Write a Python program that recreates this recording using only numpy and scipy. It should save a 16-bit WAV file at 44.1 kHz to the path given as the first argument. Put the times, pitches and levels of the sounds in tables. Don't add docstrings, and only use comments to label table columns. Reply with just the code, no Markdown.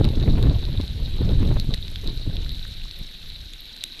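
import sys
import numpy as np
from scipy import signal
from scipy.io import wavfile
from scipy.ndimage import uniform_filter1d

SR = 44100
rng = np.random.default_rng(int(sys.argv[2]) if len(sys.argv) > 2 else 0)


def master_out(mix):
    frames = np.transpose(np.atleast_2d(mix))
    ceiling = np.clip(frames, -1, 1)
    pcm = np.round(ceiling * 32767).astype(np.int16)
    wavfile.write(sys.argv[1], SR, pcm)


N = 176400

# (time [s], relative rumble level [dB], relative flutter level [dB])
GUST_LEVELS = [(0, -17, -27), (0.15, -21, -34), (0.3, -15, -30), (0.41, -19, -33), (0.48, -13, -27),
               (0.55, -21, -37), (0.65, -25, -42), (0.8, -23, -42), (0.89, -31, -50), (1.03, -24, -45),
               (1.15, -25, -45), (1.22, -19, -34), (1.57, -18, -31.5), (1.64, -26, -46), (1.72, -21, -34),
               (1.77, -30, -51), (2.0, -32, -54), (2.07, -24, -38), (2.17, -28, -48), (2.255, -30, -50),
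               (2.28, -22, -38), (2.31, -25, -44), (2.48, -26.5, -48), (2.72, -35, -65), (2.84, -31, -64),
               (2.93, -41, -67), (3.01, -34, -53), (3.13, -44, -64), (3.28, -37, -66), (3.55, -42, -66),
               (3.75, -50, -61), (4.0, -47, -60)]
# (frequency [Hz], relative density [dB])
RUMBLE_SPECTRUM = [(20, 2), (40, -5), (80, -4), (130, -8.5), (200, -18), (300, -26.5), (500, -59)]
# (frequency [Hz], relative density [dB])
FLUTTER_SPECTRUM = [(100, -0.5), (210, 7), (340, -0.5), (500, -7), (800, -16.5), (1300, -22.5), (2200, -27),
                    (3500, -31)]
# (time [s], level [dB])
WIND_BUFFETS = [(0.05, -25.5), (0.278, -24), (0.378, -23), (0.471, -26), (.748, -34), (0.801, -31),
                (1.001, -33), (1.309, -32), (1.428, -28), (1.568, -31), (1.709, -32), (2.063, -36),
                (2.338, -37)]
# (time [s], depth before the low cut [dB], time to a quarter [s])
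EDDY_THUMPS = [(0.012, 0, 0.00085), (0.105, -13, 0.0013), (0.801, -10.5, 0.0013), (1.21, -7.5, 0.0017),
               (1.28, -20, 0.003), (1.383, -6, 0.0049), (1.43, -20.5, 0.00018), (1.49, -14.5, 0.00093),
               (1.57, -19, 0.00025), (1.692, -10, 0.0017), (2.277, -10.5, 0.002), (3.015, -20, 0.0026)]
# (time [s], gain [dB])
SHOWER_GAIN = [(0, 2), (1.6, 2), (2.1, 2), (2.3, 0.5), (2.55, 2.5), (3.6, 0.5), (4, 2.5)]
# (frequency [Hz], relative density [dB])
HISS_SPECTRUM = [(150, 15.5), (400, 5.5), (800, 2.5), (1150, -4), (1550, 3), (2500, 5), (4000, 6),
                 (6000, -9), (7800, -4.5), (10000, -12), (14000, -6.5)]
# (frequency [Hz], width [Hz], gain [dB])
PORT_MODES = [(3910, 416, 16.5), (11970, 2270, 3.5)]
# (frequency [Hz], relative level [dB])
PLASTIC_MODES = [(1530, 13), (1850, -10), (2800, -11)]
# (frequency [Hz], relative level [dB])
ICE_MODES = [(5400, 14.5), (6300, 9.5), (8300, -27), (11600, 8.5), (12400, 9)]
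# (time [s], peak before the shower gain [dB], pitch [Hz])
ICE_CLINKS = [(1.397, -44, 8550), (1.915, -40, 11200), (2.161, -41, 11800), (2.358, -40, 11700),
              (2.520, -36, 12100), (2.989, -35.5, 11800), (3.534, -37.5, 6900), (3.607, -33.5, 12200),
              (3.665, -44, 12300)]
# (time [s], peak [dB], pitch [Hz])
BOX_KNOCKS = [(1.742, -26, 1970), (1.958, -33.5, 1610), (2.463, -33, 1590), (2.652, -31.5, 1580),
              (2.817, -32, 2680), (2.855, -39, 1040)]
# (time [s], peak [dB], ring [Hz])
SOFT_LANDINGS = [(0.3083, -27, 3920), (0.5906, -31, 3900), (0.6391, -25, 3700), (0.7744, -23.5, 3720),
                 (1.476, -27, 3900), (1.7176, -30, 3800), (1.8259, -24, 3710), (2.5056, -27, 4000),
                 (2.5171, -27.5, 3880), (2.5458, -26.5, 3820), (2.6277, -25.5, 3860), (3.8387, -21.5, 3860),
                 (3.8445, -32, 3780), (3.8517, -32, 3870), (3.9215, -28, 4020)]
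# (time [s], peak [dB], ring [Hz], thud against ring [dB], crack against both [dB])
HARD_LANDINGS = [(0.0438, -15.5, 3850, -10, -10), (0.0513, -19, 3840, 5, -12.5),
                 (0.0892, -23, 3700, -4, -11), (0.4273, -20, 3770, -20, -6.5), (0.652, -32, 4300, -17, -17),
                 (0.8126, -22, 3800, -3, -7.5), (0.8787, -24.5, 3880, -13, -16),
                 (1.5988, -14.5, 4020, -8.5, -7), (1.7391, -12, 3820, -29, -24),
                 (1.7437, -20, 3960, -3, -2), (1.8811, -22, 3770, -3, -18), (1.9586, -18, 3410, -8, -19),
                 (2.075, -18, 3890, -24, -10), (2.0961, -27, 3730, -14, -19),
                 (2.175, -26.5, 3880, -13, -12), (2.368, -19, 3450, -3, -26), (2.493, -21, 3840, -24, -6),
                 (2.911, -21.5, 3830, -5, -26), (3.5356, -25, 3530, -2, -9), (3.7654, -26, 4000, -5, 2),
                 (3.8386, -10.5, 3740, 9.5, 1)]


def from_db(db):
    return 10 ** (np.asarray(db) / 20)


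def rms_one(x):
    return x / np.sqrt(np.mean(x ** 2) + 1e-20)


def peak_one(x):
    return x / np.abs(x).max()


def even(x, seconds=0.1017):
    return x / np.sqrt(uniform_filter1d(x * x, int(seconds * SR)) + 1e-12)


def envelopes(rows):
    times, *columns = np.transpose(rows)
    return [np.interp(np.arange(N) / SR, times, column) for column in columns]


def add(out, s, sound):
    i = int(s * SR)
    out[i:i + len(sound)] += sound[:N - i]


def cut(x, hz, kind, order=2):
    sos = signal.butter(order, np.clip(hz, 10, .45 * SR), kind, fs=SR, output="sos")
    return signal.sosfilt(sos, x + 1e-18)


def resonate(x, hz, width_hz):
    r = np.exp(-np.pi * width_hz / SR)
    poles = [1, -2 * r * np.cos(2 * np.pi * hz / SR), r * r]
    return signal.lfilter(np.array([1, 0, -1]) * (1 - r * r) / 2, poles, x + 1e-18)


def drift(hz):
    step, run_in = 20, 4000
    r = np.exp(-2 * np.pi * hz * step / SR)
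    white = rng.standard_normal(N // step + run_in + 2)
    slow = signal.lfilter([1], [1, -2 * r, r * r], white)[run_in:]
    return np.interp(np.arange(N) / step, np.arange(len(slow)), rms_one(slow))


def noise(spectrum, flicker_db, tilt_db=0):
    edges = 18 * 2 ** np.arange(0, 9.9, 1 / 3)
    hz, db = np.transpose(spectrum)
    white, out = rng.standard_normal((2, N + SR // 2)), 0
    for k, (low, high) in enumerate(zip(edges, edges[1:])):
        if low < hz[-1]:
            band = cut(white[k % 2], [low, high], "band")[-N:]
            level_db = np.interp(np.log(low * high) / 2, np.log(hz), db) + tilt_db * np.log2(low / 50)
            out = out + band * from_db(level_db + flicker_db * drift(hz=30.4))
    return rms_one(out)


def impacts(per_s, spread_db):
    sizes = from_db(spread_db * np.minimum(rng.exponential(1, N), 4))
    return sizes * rng.choice([-1, 1], N) * (rng.random(N) < per_s / SR)


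def port(x):
    return x + sum(from_db(db) * resonate(x, hz, width_hz) for hz, width_hz, db in PORT_MODES)


def wind(rumble_trim_db=1.5, flutter_trim_db=2.5):
    t = np.arange(N) / SR
    rumble_db, flutter_db = envelopes(GUST_LEVELS)
    turbulence = np.minimum(drift(hz=66), 2)
    tilt_db = .24 * (rumble_db - rumble_db.max())
    rumble = even(noise(RUMBLE_SPECTRUM, flicker_db=2.5, tilt_db=tilt_db) * from_db(1.6 * turbulence))
    flutter = even(noise(FLUTTER_SPECTRUM, flicker_db=4.0) * from_db(4.5 * turbulence))
    gusts = from_db(rumble_db + rumble_trim_db) * rumble + from_db(flutter_db + flutter_trim_db) * flutter
    bursts = sum(from_db(db) * np.exp(-((t - s) / 0.0098) ** 2) for s, db in WIND_BUFFETS)
    tearing = even(noise(FLUTTER_SPECTRUM, flicker_db=3.5) * from_db(drift(hz=80)), seconds=0.0205)
    thumps = sum(from_db(db) / (1 + ((t - s) / width) ** 2) ** 2 for s, db, width in EDDY_THUMPS)
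    return gusts + bursts * tearing - cut(thumps, 16, "high", order=1)


def hail_bed(hits_per_s=900):
    grass = cut(impacts(hits_per_s, spread_db=4.5), 3400, "low", order=4)
    log = cut(impacts(hits_per_s, spread_db=4.5), 6000, "low")
    patter = cut(rms_one(grass) + from_db(-9) * rms_one(log), 1700, "high", order=3)
    hiss = noise(HISS_SPECTRUM, flicker_db=2.5)
    return from_db(-59.5) * rms_one(patter) + from_db(-53.5) * hiss


def midground_pings():
    soft = cut(impacts(per_s=110, spread_db=6.0), 3640, "low", order=4)
    return from_db(-64.5) * rms_one(cut(soft, 3160, "high", order=4))


def box_taps():
    taps = sum(from_db(db) * resonate(impacts(per_s=110, spread_db=3.0), hz, width_hz=75)
               for hz, db in PLASTIC_MODES)
    return from_db(-69) * rms_one(cut(taps, 600, "high"))


def ice_clinks():
    sparkle = sum(from_db(db) * resonate(impacts(per_s=90, spread_db=3.5), hz, width_hz=430)
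                  for hz, db in ICE_MODES)
    out = from_db(-62.5) * rms_one(sparkle)
    for s, db, hz in ICE_CLINKS:
        ring = resonate(signal.unit_impulse(SR // 20), hz, width_hz=520)
        add(out, s, from_db(db) * peak_one(resonate(ring, hz, width_hz=2500)))
    return out


def box_knocks():
    out, click = np.zeros(N), signal.unit_impulse(SR // 20)
    for s, db, hz in BOX_KNOCKS:
        add(out, s, from_db(db) * peak_one(resonate(click, hz, width_hz=240)))
    return out


def close_pings(attack_s=0.001):
    out, t = np.zeros(N), np.arange(SR // 50) / SR
    swell = peak_one((t * np.exp(-t / attack_s)) ** 2)
    for s, db, hz in SOFT_LANDINGS:
        add(out, s, from_db(db) * swell * np.sin(2 * np.pi * hz * t))
    return out


def close_ticks(thud_hz=2900, crumble_s=0.0007):
    out, click = np.zeros(N), signal.unit_impulse(SR // 20)
    crumble = from_db(-10) * np.exp(-np.arange(len(click)) / (crumble_s * SR))
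    thud = peak_one(resonate(resonate(click, thud_hz, width_hz=1400), thud_hz, width_hz=2800))
    for s, db, hz, thud_db, crack_db in HARD_LANDINGS:
        ring = resonate(click, hz, width_hz=430)
        ring = peak_one(resonate(ring, hz, width_hz=1920))
        body = peak_one(cut(ring + from_db(thud_db) * thud, 5730, "low", order=4))
        grit = cut(click + crumble * rng.standard_normal(len(click)), 5200, "high", order=4)
        crack = peak_one(port(grit) + from_db(-5) * resonate(grit, 7200, width_hz=3100))
        add(out, s, from_db(db) * peak_one(body + from_db(crack_db) * crack))
    return out


def scene():
    shower_db, = envelopes(SHOWER_GAIN)
    shower = port(hail_bed() + midground_pings()) + box_taps() + ice_clinks()
    close_hits = box_knocks() + close_pings() + close_ticks()
    return (from_db(shower_db) * shower + close_hits + wind())[None]


def record(dry, ceiling_db=-3, droop_hz=12400, cutoff_hz=13800):
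    rounded = dry / (1 + (dry / from_db(ceiling_db)) ** 4) ** .25
    dulled = cut(rounded, droop_hz, "low", order=6)
    return signal.sosfilt(signal.ellip(10, .2, 90, cutoff_hz, fs=SR, output="sos"), dulled)


dry = scene()
out = record(dry)
master_out(out)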